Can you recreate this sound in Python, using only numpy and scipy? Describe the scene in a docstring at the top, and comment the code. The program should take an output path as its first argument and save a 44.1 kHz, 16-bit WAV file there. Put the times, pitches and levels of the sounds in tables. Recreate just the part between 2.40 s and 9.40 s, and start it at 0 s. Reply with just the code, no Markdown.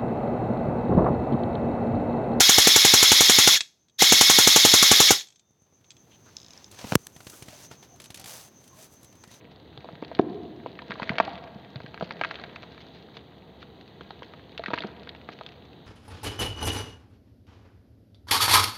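"""An electric airsoft rifle is already firing a long burst in a small room, and a second burst follows.
Dense tooth clicks grind through ringing bands; a piston slams about eleven times a second with cracks and thuds.
Afterwards dying sines make the rifle tick and a ratchet run down, while a hand shifts, rubs and bumps the camera:
filtered noise, creaks and sharp pulses. Outside, an insect throbs as a narrow noise band over a low room hush;
this background is held low under both bursts and swells back after the second."""
import sys
import numpy as np
from scipy import signal
from scipy.fft import rfft, irfft
from scipy.io import wavfile
from scipy.ndimage import uniform_filter1d

SR = 44100
rng = np.random.default_rng(int(sys.argv[2]) if len(sys.argv) > 2 else 0)


def invert_db(level):
    """Linear amplitude ratio for a level in decibels (20 dB per decade), elementwise."""
    return 10 ** (np.asarray(level, dtype=float) / 20)


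def file_out(sig):
    """Save sig as 16-bit WAV at sys.argv[1]."""
    # one column per channel
    cols = np.atleast_2d(sig).T
    # limit, then scale
    lim = np.clip(cols, -1, 1)
    pcm = np.round(lim * 32767).astype(np.int16)
    wavfile.write(sys.argv[1], SR, pcm)


N = 308700  # samples, 7 s

# piston slams: start_s, level_db (of the air push and thud together)
SLAMS = [(0.0045, -11.5), (0.093, -12), (0.183, -7.5), (0.2715, -5.5), (0.3611, -8.5), (0.449, -8),
         (0.5377, -8.5), (0.6278, -12), (0.7178, -9), (0.8067, -8), (0.8958, -9), (0.9856, -10.5),
         (1.0745, -8.5), (1.6213, -5.5), (1.7224, -5.5), (1.8105, -9.5), (1.898, -9.5), (1.9858, -8),
         (2.0733, -7), (2.1611, -6), (2.2497, -4), (2.3385, -7.5), (2.426, -13), (2.5145, -6.5),
         (2.6021, -7.5), (2.7064, -4.5)]
# trigger pulls: pulled_s, released_s, gears_halt_s, dying_db_per_s (after the halt)
BURSTS = [(-.3, 1.145, 1.176, 1100), (1.58, 2.696, 2.818, 448.5)]


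def evened(x):
    """Scales to rms 1."""
    return x / np.sqrt(np.mean(x ** 2) + 1e-20)


def read_curve(points, hz):
    """Reads a value at each pitch, joining the points on a log-frequency axis."""
    point_hz, value = np.transpose(points)
    return np.interp(np.log(hz + 1), np.log(point_hz + 1), value)


def coloured(x, spectrum):
    """Filters by a spectrum and scales to rms 1."""
    gain = invert_db(read_curve(spectrum, np.fft.rfftfreq(len(x), 1 / SR)))
    return evened(irfft(rfft(x) * gain, len(x)))


def resonate(x, hz, width):
    """Shifts the pitch hz (fixed or moving) down to zero, smooths, and shifts back."""
    turn = np.exp(2j * np.pi * np.cumsum(hz * np.ones(len(x))) / SR)
    r = np.exp(-np.pi * width / SR)
    return 2 * (turn * signal.lfilter([1 - r], [1, -r], x / turn)).real


def resonant_band(x, hz, width):
    """Passes a sound through the same resonance twice and scales to rms 1."""
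    return evened(resonate(resonate(x, hz, width), hz, width))


def ring(modes, t, tilt_db=0, spread=0.058, scatter=1):
    """Dying sines, slightly detuned at each blow, their phases scattered by a share of a turn."""
    hz, db, t60 = np.transpose(modes)[:, :, None]
    detune, phase = rng.random((2, len(modes), 1))
    tones = np.sin(2 * np.pi * (hz * (1 + spread * (detune - .5)) * t + scatter * phase))
    level_db = db + tilt_db * np.log2(hz / hz.mean()) - 60 * t / t60
    return (invert_db(level_db) * tones).sum(0)


def add(mix, s, sound):
    """Mixes a sound in at time s."""
    part = mix[max(round(s * SR), 0):][:len(sound)]
    part += sound[:len(part)]


def grit(per_s, spread_db):
    """Dense random clicks, a few large, scaled to rms 1."""
    size = invert_db(spread_db * np.minimum(rng.exponential(1, N), 4))
    return evened(size * rng.standard_normal(N) * (rng.random(N) < per_s / SR))


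def glide(length, from_hz, to_hz, phase):
    """A tone that swells, slides in pitch and fades."""
    u = np.arange(0, 1, 1 / (length * SR))
    turns = np.cumsum(from_hz + (to_hz - from_hz) * u) / SR + phase
    return np.sin(np.pi * u) * np.sin(2 * np.pi * turns)


def background_swell():
    """The level curve of the background in dB: low under the bursts, swelling back later."""
    # time_s, level_db (relative)
    swell = [(1.3, -15.5), (3.1, -14.5), (3.45, -7.5), (3.72, -1), (4.2, -1), (4.5, 3), (4.65, -0.5),
             (5.2, 2.5), (5.6, 0.5), (7.0, 0)]
    return np.interp(np.arange(N) / SR, *np.transpose(swell))


def background():
    """A low room hush, a thin high whine and a narrow insect band throbbing in level."""
    # hush spectrum: pitch_hz, level_db per Hz (relative)
    hush_colour = [(20, -39.5), (40, -13.5), (115, -3.5), (384, -10.5), (500, -14.5), (940, -19.5),
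                   (2350, -29), (3500, -29), (5300, -34), (8500, -47.5), (11000, -39), (13000, -37),
                   (16000, -38)]
    insect_hz, insect_width_hz, throb_hz = 6200, 420, 7.8
    hush_db, whine_db, insect_db = -57.5, -87, -63.5  # before the swell and throb
    swell_db, t = background_swell(), np.arange(N) / SR
    hush = coloured(rng.standard_normal(N), hush_colour)
    whine = evened(resonate(rng.standard_normal(N), 14550, 60))
    insect = resonant_band(rng.standard_normal(N), insect_hz, insect_width_hz)
    throb = invert_db(4.4 * np.sin(2 * np.pi * throb_hz * (t - 6.4)))
    out = invert_db(hush_db + swell_db) * hush + invert_db(whine_db + swell_db) * whine
    return out + invert_db(insect_db + .75 * swell_db) * throb * insect  # the insect follows the swell less


def rubbing():
    """Skin on the camera shell: gritty noise from a resting grip, and strokes that press firmer and let go."""
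    # strokes: start_s, firmest_s, end_s, treble_db, middle_db (against the treble)
    strokes = [(3.84, 3.88, 4.3, -77, 14), (4.014, 4.19, 4.3, -72, 14.5), (4.3, 4.33, 4.42, -63, 5),
               (4.349, 4.428, 4.47, -56, 10), (4.421, 4.545, 4.562, -48, 4.5), (4.54, 4.62, 4.8, -64, -4),
               (4.72, 4.96, 5.08, -54.5, -4.5), (5.022, 5.12, 5.22, -58, 4.5),
               (5.12, 5.245, 5.28, -55.5, 1.5), (5.3, 5.32, 5.37, -62, 10), (5.419, 5.435, 5.47, -64, 8),
               (5.589, 5.63, 5.67, -71, 11), (5.74, 5.8, 5.87, -70, 16), (5.852, 5.885, 6.093, -46, -1),
               (6.169, 6.25, 6.33, -67, -2), (6.329, 6.43, 6.49, -55, -2), (6.488, 6.53, 6.58, -61.5, -12),
               (6.58, 6.63, 6.7, -70.5, 1), (6.871, 6.93, 7.02, -65, 7.5)]
    # treble and middle spectra: pitch_hz, level_db per Hz (relative)
    treble_colour = [(2940, -20.5), (5000, -8), (5300, -18), (6130, -0.5), (9600, -1), (12000, -2),
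                     (16000, -7.5)]
    middle_colour = [(290, -32), (500, 2), (807, 2), (1440, -3.5), (1710, -2.5), (1910, -3), (6000, -2.5),
                     (7800, -21.5), (13200, -120)]
    edge_db = -17.5  # fade at both ends of a stroke
    t, grip = np.arange(N) / SR, invert_db(1.1 * background_swell())  # the grip swells with the background
    high, mid = invert_db(-77) * grip, invert_db(-71) * grip
    for start, firmest, end, db, mid_db in strokes:
        u = np.interp(t, [start, firmest, end], [-1, 0, 1])
        press = invert_db(db + edge_db * u ** 2) * (abs(u) < 1)
        high, mid = np.hypot(high, press), np.hypot(mid, invert_db(mid_db) * press)
    skin = grit(8100, 1.8)
    return high * coloured(skin, treble_colour) + mid * coloured(skin, middle_colour)


def scuffs():
    """Scuffs within the rubbing: short noise bursts, each in one resonance, some as narrow as faint tones."""
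    # start_s, length_s, pitch_hz, width_hz (of each filter pass), level_db (rms before the fades)
    scuff_rows = [(3.703, 0.068, 3000, 1500, -61.5), (3.856, 0.048, 1400, 600, -61),
                  (4.6678, .0035, 6000, 8900, -34.5), (4.92, 0.036, 1330, 300, -58),
                  (5.108, 0.067, 620, 90, -55.5), (5.215, 0.065, 6050, 1200, -54),
                  (5.47, .1, 710, 80, -61.5), (5.777, 0.1, 770, 80, -57), (6.288, 0.11, 1055, 119, -64),
                  (6.359, 0.076, 640, 79.6, -60.5), (6.825, 0.098, 1900, 250, -66.5),
                  (6.91, 0.047, 4000, 1200, -61.5)]
    out = np.zeros(N)
    for s, length, hz, width, db in scuff_rows:
        noise = rng.standard_normal(9000)[:round(length * SR)]
        fade = signal.windows.tukey(len(noise), .5)
        add(out, s, invert_db(db) * resonant_band(noise, hz, width) * fade)
    return out


def membrane_swing(t):
    """The microphone membrane swings at 105 Hz and quickly settles."""
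    return np.cos(2 * np.pi * 105 * t) * np.exp(-t / .0028) * (1 - np.exp(-t / .0003))


def creaks():
    """The camera shell creaks: coloured noise snaps and fades, with a low membrane swing."""
    # start_s, creak_db, low_thump_db (both relative), treble_tilt_db (per octave)
    creak_rows = [(3.1074, -66, -56.5, 6), (3.22, -62.5, -54.5, 6.5), (3.2644, -56.5, -66, -6),
                  (3.325, -54, -58, -8), (3.41, -57, -57, -4), (3.8598, -48, -61.5, -4.5),
                  (4.279, -50, -50, -4), (4.313, -37, -50, 3.5), (4.324, -41.5, -50, -3.5),
                  (4.344, -39, -56, -1), (4.3885, -29, -68, -3), (4.443, -34, -43, -5),
                  (4.4695, -32.5, -43, -2.5), (4.7631, -36, -44, -2), (4.804, -34, -47, -4),
                  (4.868, -30, -38.5, -2), (4.8974, -32, -54, 3), (4.9345, -37, -55, -5.5),
                  (5.023, -31, -36.5, -0.5), (5.083, -32.5, -38, -3), (5.313, -32, -39.5, -4.5),
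                  (5.4265, -37, -58, -4.5), (5.5592, -47, -59, -1), (5.600, -31.5, -56, -1),
                  (5.617, -38.5, -51, 2), (5.640, -35, -59, 1.5), (5.649, -40.5, -60, 2),
                  (5.657, -36.5, -60, 0), (5.703, -31.5, -41.5, -0.5), (5.719, -43, -58, -2),
                  (5.7437, -28.5, -59, 1.5), (5.7564, -35, -54.5, 3), (5.773, -33.5, -50.5, 1.5),
                  (5.796, -32, -46, 4.5), (5.8125, -36, -45.5, 1.5), (5.8413, -30.5, -48, 0.5),
                  (5.8581, -30.5, -49, 1), (6.2395, -44, -64, 4), (6.2765, -42, -69, 3.5),
                  (6.4421, -40.5, -55, 4.5), (6.630, -42, -46, 5), (6.6444, -41, -50, 5.5),
                  (6.725, -47, -55, -1), (6.7527, -47.5, -51, 3.5), (6.837, -33.5, -59, -3),
                  (6.875, -45, -50, 0), (6.9126, -39.5, -50, 0), (6.94, -41, -51, 0.5)]
    # shell spectrum: pitch_hz, level_db per Hz (relative)
    shell_colour = [(180, -32), (300, -5.5), (1810, -3), (3640, 0), (6100, -4.5), (7200, -3), (9710, -9),
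                    (10700, -5), (16000, -23)]
    rise_s, snap_s, tail_share, tail_s = 0.0024, 0.0027, 0.11, 0.013
    out, t = np.zeros(N), np.arange(3000) / SR
    shape = (1 - np.exp(-t / rise_s)) * (np.exp(-t / snap_s) + tail_share * np.exp(-t / tail_s))
    for s, db, low_db, tilt_db in creak_rows:
        colour = [(hz, level + tilt_db * np.log2(hz / 4000)) for hz, level in shell_colour]
        creak = coloured(rng.standard_normal(len(t)), colour) * shape / shape.max()
        add(out, s, invert_db(db - 10.0) * creak + invert_db(low_db + 7.5) * membrane_swing(t))
    return out


def bumps():
    """Bumps dent the microphone membrane, rebound ever closer and weaker, crackle and leave it swinging."""
    # start_s, peak_db, width_s, first_rebound_s (after the bump), swing_db
    bump_rows = [(4.444, -24, .0006, .004, -24), (4.5221, -8, .00015, .0013, -11),
                 (4.5335, -16, .0001, .0002, -24), (4.5377, -24, .00008, .0002, -36),
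                 (4.5548, 1, .00014, .0006, -2)]
    shrink, rebound_db = .55, -1.6  # each gap against the last; loss grows with the square of the count
    crackle_s, crackle_db, crackle_growth = .002, -17, 2.5  # a hard bump crackles far more
    out, t = np.zeros(N), np.arange(3000) / SR
    for s, db, width, gap, swing_db in bump_rows:
        delays = gap * (1 - shrink ** np.arange(4)) / (1 - shrink)
        for k, late in enumerate(delays):
            dent = -np.exp(-(abs(t - 4 * width) / (width * shrink ** (k / 2))) ** 1.4)
            add(out, s + late - 4 * width, invert_db(db + rebound_db * k ** 2) * dent)
        add(out, s + delays[-1] - gap / 2, invert_db(swing_db) * membrane_swing(t))
        # cubed noise is spiky; it begins before the bump and ends after it
        crackle = uniform_filter1d(rng.standard_normal(len(t)) ** 3, size=2) * (t < 2 * crackle_s)
        add(out, s - crackle_s, invert_db(crackle_db + crackle_growth * db) * crackle / 4)
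    return out


def clicks(rows, modes, rattle_s, rise_s):
    """Small parts: a click followed by a brief rattle rings the modes."""
    out, t = np.zeros(N), np.arange(2500) / SR
    for s, db, tilt_db in rows:
        blow = (t == 0) + 0.13 * rng.standard_normal(len(t)) * np.exp(-t / rattle_s)
        body = ring(modes, t, tilt_db, spread=0.033, scatter=0.054) * (1 - np.exp(-(t / rise_s) ** 2))
        sound = signal.oaconvolve(blow, body)[:len(t)]
        add(out, s, invert_db(db) * sound / abs(sound).max())
    return out


def ratchet():
    """A ratchet runs down: a pawl rings very briefly at each click, the clicks slowing towards the end."""
    # start_s, peak_db, treble_tilt_db (per octave)
    click_rows = [(3.9674, -26, 1), (3.9846, -38, 0), (4.001, -38, 0), (4.016, -40, 0), (4.0306, -41, 0),
                  (4.0459, -40, 0), (4.0634, -39, 0), (4.0833, -39, 0), (4.1068, -36.5, 0),
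                  (4.1342, -37, 0), (4.1761, -35.5, 0), (4.2435, -32, 0)]
    # ringing of the pawl: pitch_hz, level_db (relative), time_to_fall_60_db_s
    pawl_modes = [(3800, -8, .003), (4200, -8, .003), (4650, -6, .003), (5200, -1, .0035), (5800, -4, .003),
                  (6500, -7, .003)]
    return clicks(click_rows, pawl_modes, rattle_s=.0015, rise_s=0.0006)


def loose_parts():
    """Small plastic and metal parts of the rifle tick, each ringing for a few thousandths of a second."""
    # start_s, peak_db, treble_tilt_db (per octave)
    tick_rows = [(1.2069, -12, 0), (1.4845, -54, -1.5), (1.4969, -54, 0), (2.8094, -27, -8),
                 (2.9035, -47, 4), (2.8714, -41.5, 6), (2.8855, -44, 6), (2.9242, -50, 2.5),
                 (2.9587, -47, 5), (2.9947, -47, 6), (3.4441, -48, -7), (3.5054, -35.5, 3), (3.516, -41, 4),
                 (3.5673, -45, 0)]
    # ringing of a part: pitch_hz, level_db (relative), time_to_fall_60_db_s
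    part_modes = [(2700, -6, .006), (3350, -1, .007), (3800, -3, .006), (4900, -4, .006), (5600, -4, .006),
                  (6400, -3, .006), (7300, -7, .005)]
    return clicks(tick_rows, part_modes, rattle_s=0.0049, rise_s=0.00022)


def after_ring():
    """One thin metal tone left by the second burst, slowly dying."""
    # start_s, pitch_hz, level_db, time_to_fall_60_db_s
    s, hz, db, t60 = (2.85, 3600, -69, 1.3)
    t = np.arange(N) / SR - s
    return invert_db(db - 60 * abs(t) / t60) * (t > 0) * np.sin(2 * np.pi * hz * t)


def braking():
    """The mesh tone dives as the motor brakes at each burst's end, roughened by random flutter."""
    # start_s, length_s, from_hz, to_hz, level_db (before roughening)
    dives = [(1.138, .032, 3350, 1750, -24), (2.665, .032, 3500, 2000, -25)]
    out = np.zeros(N)
    for s, length, from_hz, to_hz, db in dives:
        add(out, s, invert_db(db) * glide(length, from_hz, to_hz, rng.random()))
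    flutter = evened(uniform_filter1d(rng.standard_normal(N), size=60))
    return out * (1 + .6 * flutter)


def motor():
    """Level and speed: a quick spin-up, a coast after the trigger is let go, then the gears halt."""
    full_db, spin_up_db, spin_up_s, coast_db_per_s = -14.5, 62.5, 0.0067, 180
    start_speed, speed_up_s, halt_speed = 0.49, .015, .78  # speeds as shares of full speed
    t, gain, speed = np.arange(N) / SR, np.full(N, 1e-6), np.ones(N)
    for pulled, released, halt, dying_db in BURSTS:
        on, coast = (t - pulled).clip(0), (t - released).clip(0, halt - released)
        db = full_db - spin_up_db * np.exp(-on / spin_up_s)
        db = db - coast_db_per_s * coast - dying_db * (t - halt).clip(0)
        gain = gain + invert_db(db) * (t > pulled)
        now = 1 - (1 - start_speed) * np.exp(-on / speed_up_s)
        now = now - (1 - halt_speed) * coast / (halt - released)
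        speed = np.where(t > pulled, now, speed)
    return 20 * np.log10(gain), speed


def time_since_slam():
    """Seconds since the last slam; before the second burst's first slam, its place in a firing cycle."""
    cycle_s = .088
    t, slam_s = np.arange(N) / SR, np.array([row[0] for row in SLAMS])
    since = (t - slam_s[np.maximum(np.searchsorted(slam_s, t) - 1, 0)]).clip(0)
    second_pull = BURSTS[1][0]
    winding_up = (t > second_pull) & (since > 2 * cycle_s) & (t < slam_s[-1])
    next_slam = slam_s[np.searchsorted(slam_s, second_pull)]
    return np.where(winding_up, (t - next_slam + cycle_s).clip(0), since)


def singing_mesh():
    """Mesh tones sing out and fall as the spring loads the motor, with a random level each time."""
    # after_slam_s, length_s, from_hz, to_hz, level_db (relative, middle of its random range)
    tones = [(.038, .03, 5450, 4980, -5), (.026, .024, 3450, 3250, -5), (.04, .024, 3850, 3750, -7),
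             (.06, .028, 3800, 3420, -9), (.062, .022, 4750, 4400, -12)]
    out = np.zeros(N)
    for late, length, from_hz, to_hz, db in tones:
        for (s, _), (phase, luck) in zip(SLAMS, rng.random((len(SLAMS), 2))):
            add(out, s + late, invert_db(db - 5 * (luck - .5)) * glide(length, from_hz, to_hz, phase))
    return out


def gearbox():
    """Tooth impacts ring the casing; the same teeth meet in every cycle, so much of the noise repeats."""
    # load through one firing cycle: after_slam_s, casing_db, treble_hiss_db, mesh_whine_db (all relative)
    load = [(0, -14, -0.5, -1.5), (.012, -0.5, -5.5, -11.5), (0.023, -2, 0.5, -7.5), (0.028, -2, 0.5, -4.5),
            (0.049, -2, 1, -4.5), (.075, -3.5, 1, -4.5), (0.085, 4.5, -4, 3), (0.122, -0.5, -4.5, 8)]
    # casing resonances: pitch_hz, width_hz (before widening), level_db (relative)
    casing_modes = [(1970, 110, -9.5), (3443, 280, 4), (3710, 390, -0.5), (4216, 150, 1.5), (5470, 660, -1),
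                    (5770, 340, -4.5), (6420, 350, 2.5), (6800, 260, -5.5), (6670, 62, -18.5),
                    (3000, 160, -18)]
    # hiss spectrum: pitch_hz, level_db per Hz (relative)
    hiss_colour = [(35, -55.5), (60, -29), (323, -25), (1470, -17), (2140, -7), (2350, -11), (2900, -11),
                   (3760, 0.5), (4530, -6), (5330, -3), (8320, -23), (11500, -14.5), (16000, -26.5)]
    # whine at full speed: pitch_hz, width_hz (of each filter pass), level_db (relative)
    whine_modes = [(1268, 18, -43), (1670, 32, -44), (2188, 62, -27)]
    rack_hz = 96  # teeth of the piston rack caught each second
    level_db, speed = motor()
    since = time_since_slam()
    s, *columns = np.transpose(load)
    casing_db, hiss_db, mesh_db = (np.interp(since, s, c) for c in columns)
    rack = np.cos(2 * np.pi * rack_hz * (since - .028)) * (since > .023)  # each rack tooth swells the noise
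    teeth = grit(10000, 2.2)
    repeated = teeth[(since * SR).astype(int)]
    teeth = (.75 * teeth + .65 * repeated) * invert_db(1.1 * rack)
    casing = evened(sum(invert_db(db) * resonant_band(teeth, hz, 1.5 * w) for hz, w, db in casing_modes))
    hiss = coloured(grit(12000, 1.2), hiss_colour)
    grinding = invert_db(casing_db - 4.5) * casing + invert_db(hiss_db - 4.0) * hiss + singing_mesh()
    whine = sum(invert_db(db) * resonant_band(teeth, hz * speed, w) for hz, w, db in whine_modes)
    whine_db = 1.8 * (level_db - level_db.max()) + mesh_db + 2.0 * rack
    return invert_db(level_db) * grinding + invert_db(whine_db) * whine


def piston():
    """Each slam: a crack, air pushed, reversed and returned at the muzzle, a ringing cylinder and a body thud."""
    # crack spectrum: pitch_hz, level_db per Hz (relative)
    crack_colour = [(470, -28.5), (800, -6.5), (1500, -3.5), (2290, -6), (3420, -3.5), (4740, -6.5),
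                    (5310, 0), (6910, -1.5), (7830, -7.5), (10200, -11), (11100, -6.5), (16000, -21)]
    # metal rung by the piston: pitch_hz, level_db (relative), time_to_fall_60_db_s
    cylinder_modes = [(5200, -1, .09), (5750, -4, .07), (6210, -1, .09), (6600, -1, .09), (6850, -1, .09),
                      (7150, -2, .09)]
    # stock and body: pitch_hz, level_db (relative), time_to_fall_60_db_s
    thud_modes = [(85, -19, 0.046), (136, -14.5, 0.045), (244, -18.5, 0.069), (428, -25, 0.092),
                  (840, -13, 0.049)]
    # floor and walls: delay_s, level_db
    echo_rows = [(.0032, -13), (.0058, -21.5), (.0075, -15.5), (0.012, -30.5), (0.019, -30)]
    lead_s, reverse_s, return_s = .001, 0.002, .0028  # the body moves before the crack; delays of later pushes
    out, t = np.zeros(N), np.arange(8000) / SR
    u = t - lead_s
    for (s, push_db), (a, b) in zip(SLAMS, rng.random((len(SLAMS), 2)) - .5):
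        push = (.7 + 0.5 * a) * np.exp(-((u - .0003) / 0.0004) ** 2)
        push = push - np.exp(-((u - reverse_s) / 0.00036) ** 2)
        push = push + 0.83 * np.exp(-((u - return_s) / 0.00032) ** 2)
        thud = invert_db(0.9 + 5 * b) * ring(thud_modes, t, spread=0.11, scatter=0.5) * (1 - np.exp(-t / 0.0012))
        fade = (1 - np.exp(-t / 0.00023)) * (np.exp(-t / 0.014) + 0.05 * np.exp(-t / 0.033))
        crack = coloured(rng.standard_normal(len(t)), crack_colour) * fade
        add(out, s - lead_s, invert_db(push_db) * (push + thud))
        add(out, s, invert_db(-10) * crack + invert_db(-18.5) * ring(cylinder_modes, t, spread=0.0092))
    echoes = np.zeros(1500)
    for s, db in echo_rows:
        echoes[round(s * SR)] = -invert_db(db)
    return out + signal.oaconvolve(out, echoes)[:N]


def room(x):
    """Sparse echoes of random sign, each band dying at its own speed."""
    # pitch_hz, time_to_fall_60_db_s
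    decay = [(100, 0.09), (500, 0.18), (2000, 0.17), (6000, 0.2), (15000, 0.16)]
    late_db, late_stretch = -22, 2.6  # a fainter, slower tail from the rooms beyond
    taps = np.zeros(SR // 2)
    at = np.arange(300, len(taps) - 20, 20)
    taps[at + rng.integers(0, 20, len(at))] = rng.choice([-1., 1.], len(at))
    hz, t, z = signal.stft(taps, SR, nperseg=256)
    fall_db = -60 * t / read_curve(decay, hz)[:, None]
    fall = invert_db(fall_db) + invert_db(late_db + fall_db / late_stretch)
    tail = signal.istft(z * fall, SR, nperseg=256)[1]
    return signal.oaconvolve(x, tail / np.linalg.norm(tail))[:N]


def scene():
    """The rifle in the room, the hand at the camera, the background."""
    rifle = gearbox() + piston() + loose_parts() + ratchet() + braking() + after_ring()
    hand = rubbing() + scuffs() + creaks() + bumps()
    return (rifle + invert_db(-17.5) * room(rifle) + hand + background())[None]


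def roll_off(x):
    """The treble ends steeply here."""
    return signal.sosfilt(signal.butter(12, 16890, fs=SR, output="sos"), x)


def record(dry):
    """A small microphone with a bass cut below 58 Hz and soft overload."""
    cut = signal.sosfilt(signal.butter(3, 58, "high", fs=SR, output="sos"), dry)
    mix = 1.113 * np.tanh(cut / 1.095)
    return roll_off(mix)


dry = scene()
out = record(dry)
file_out(out)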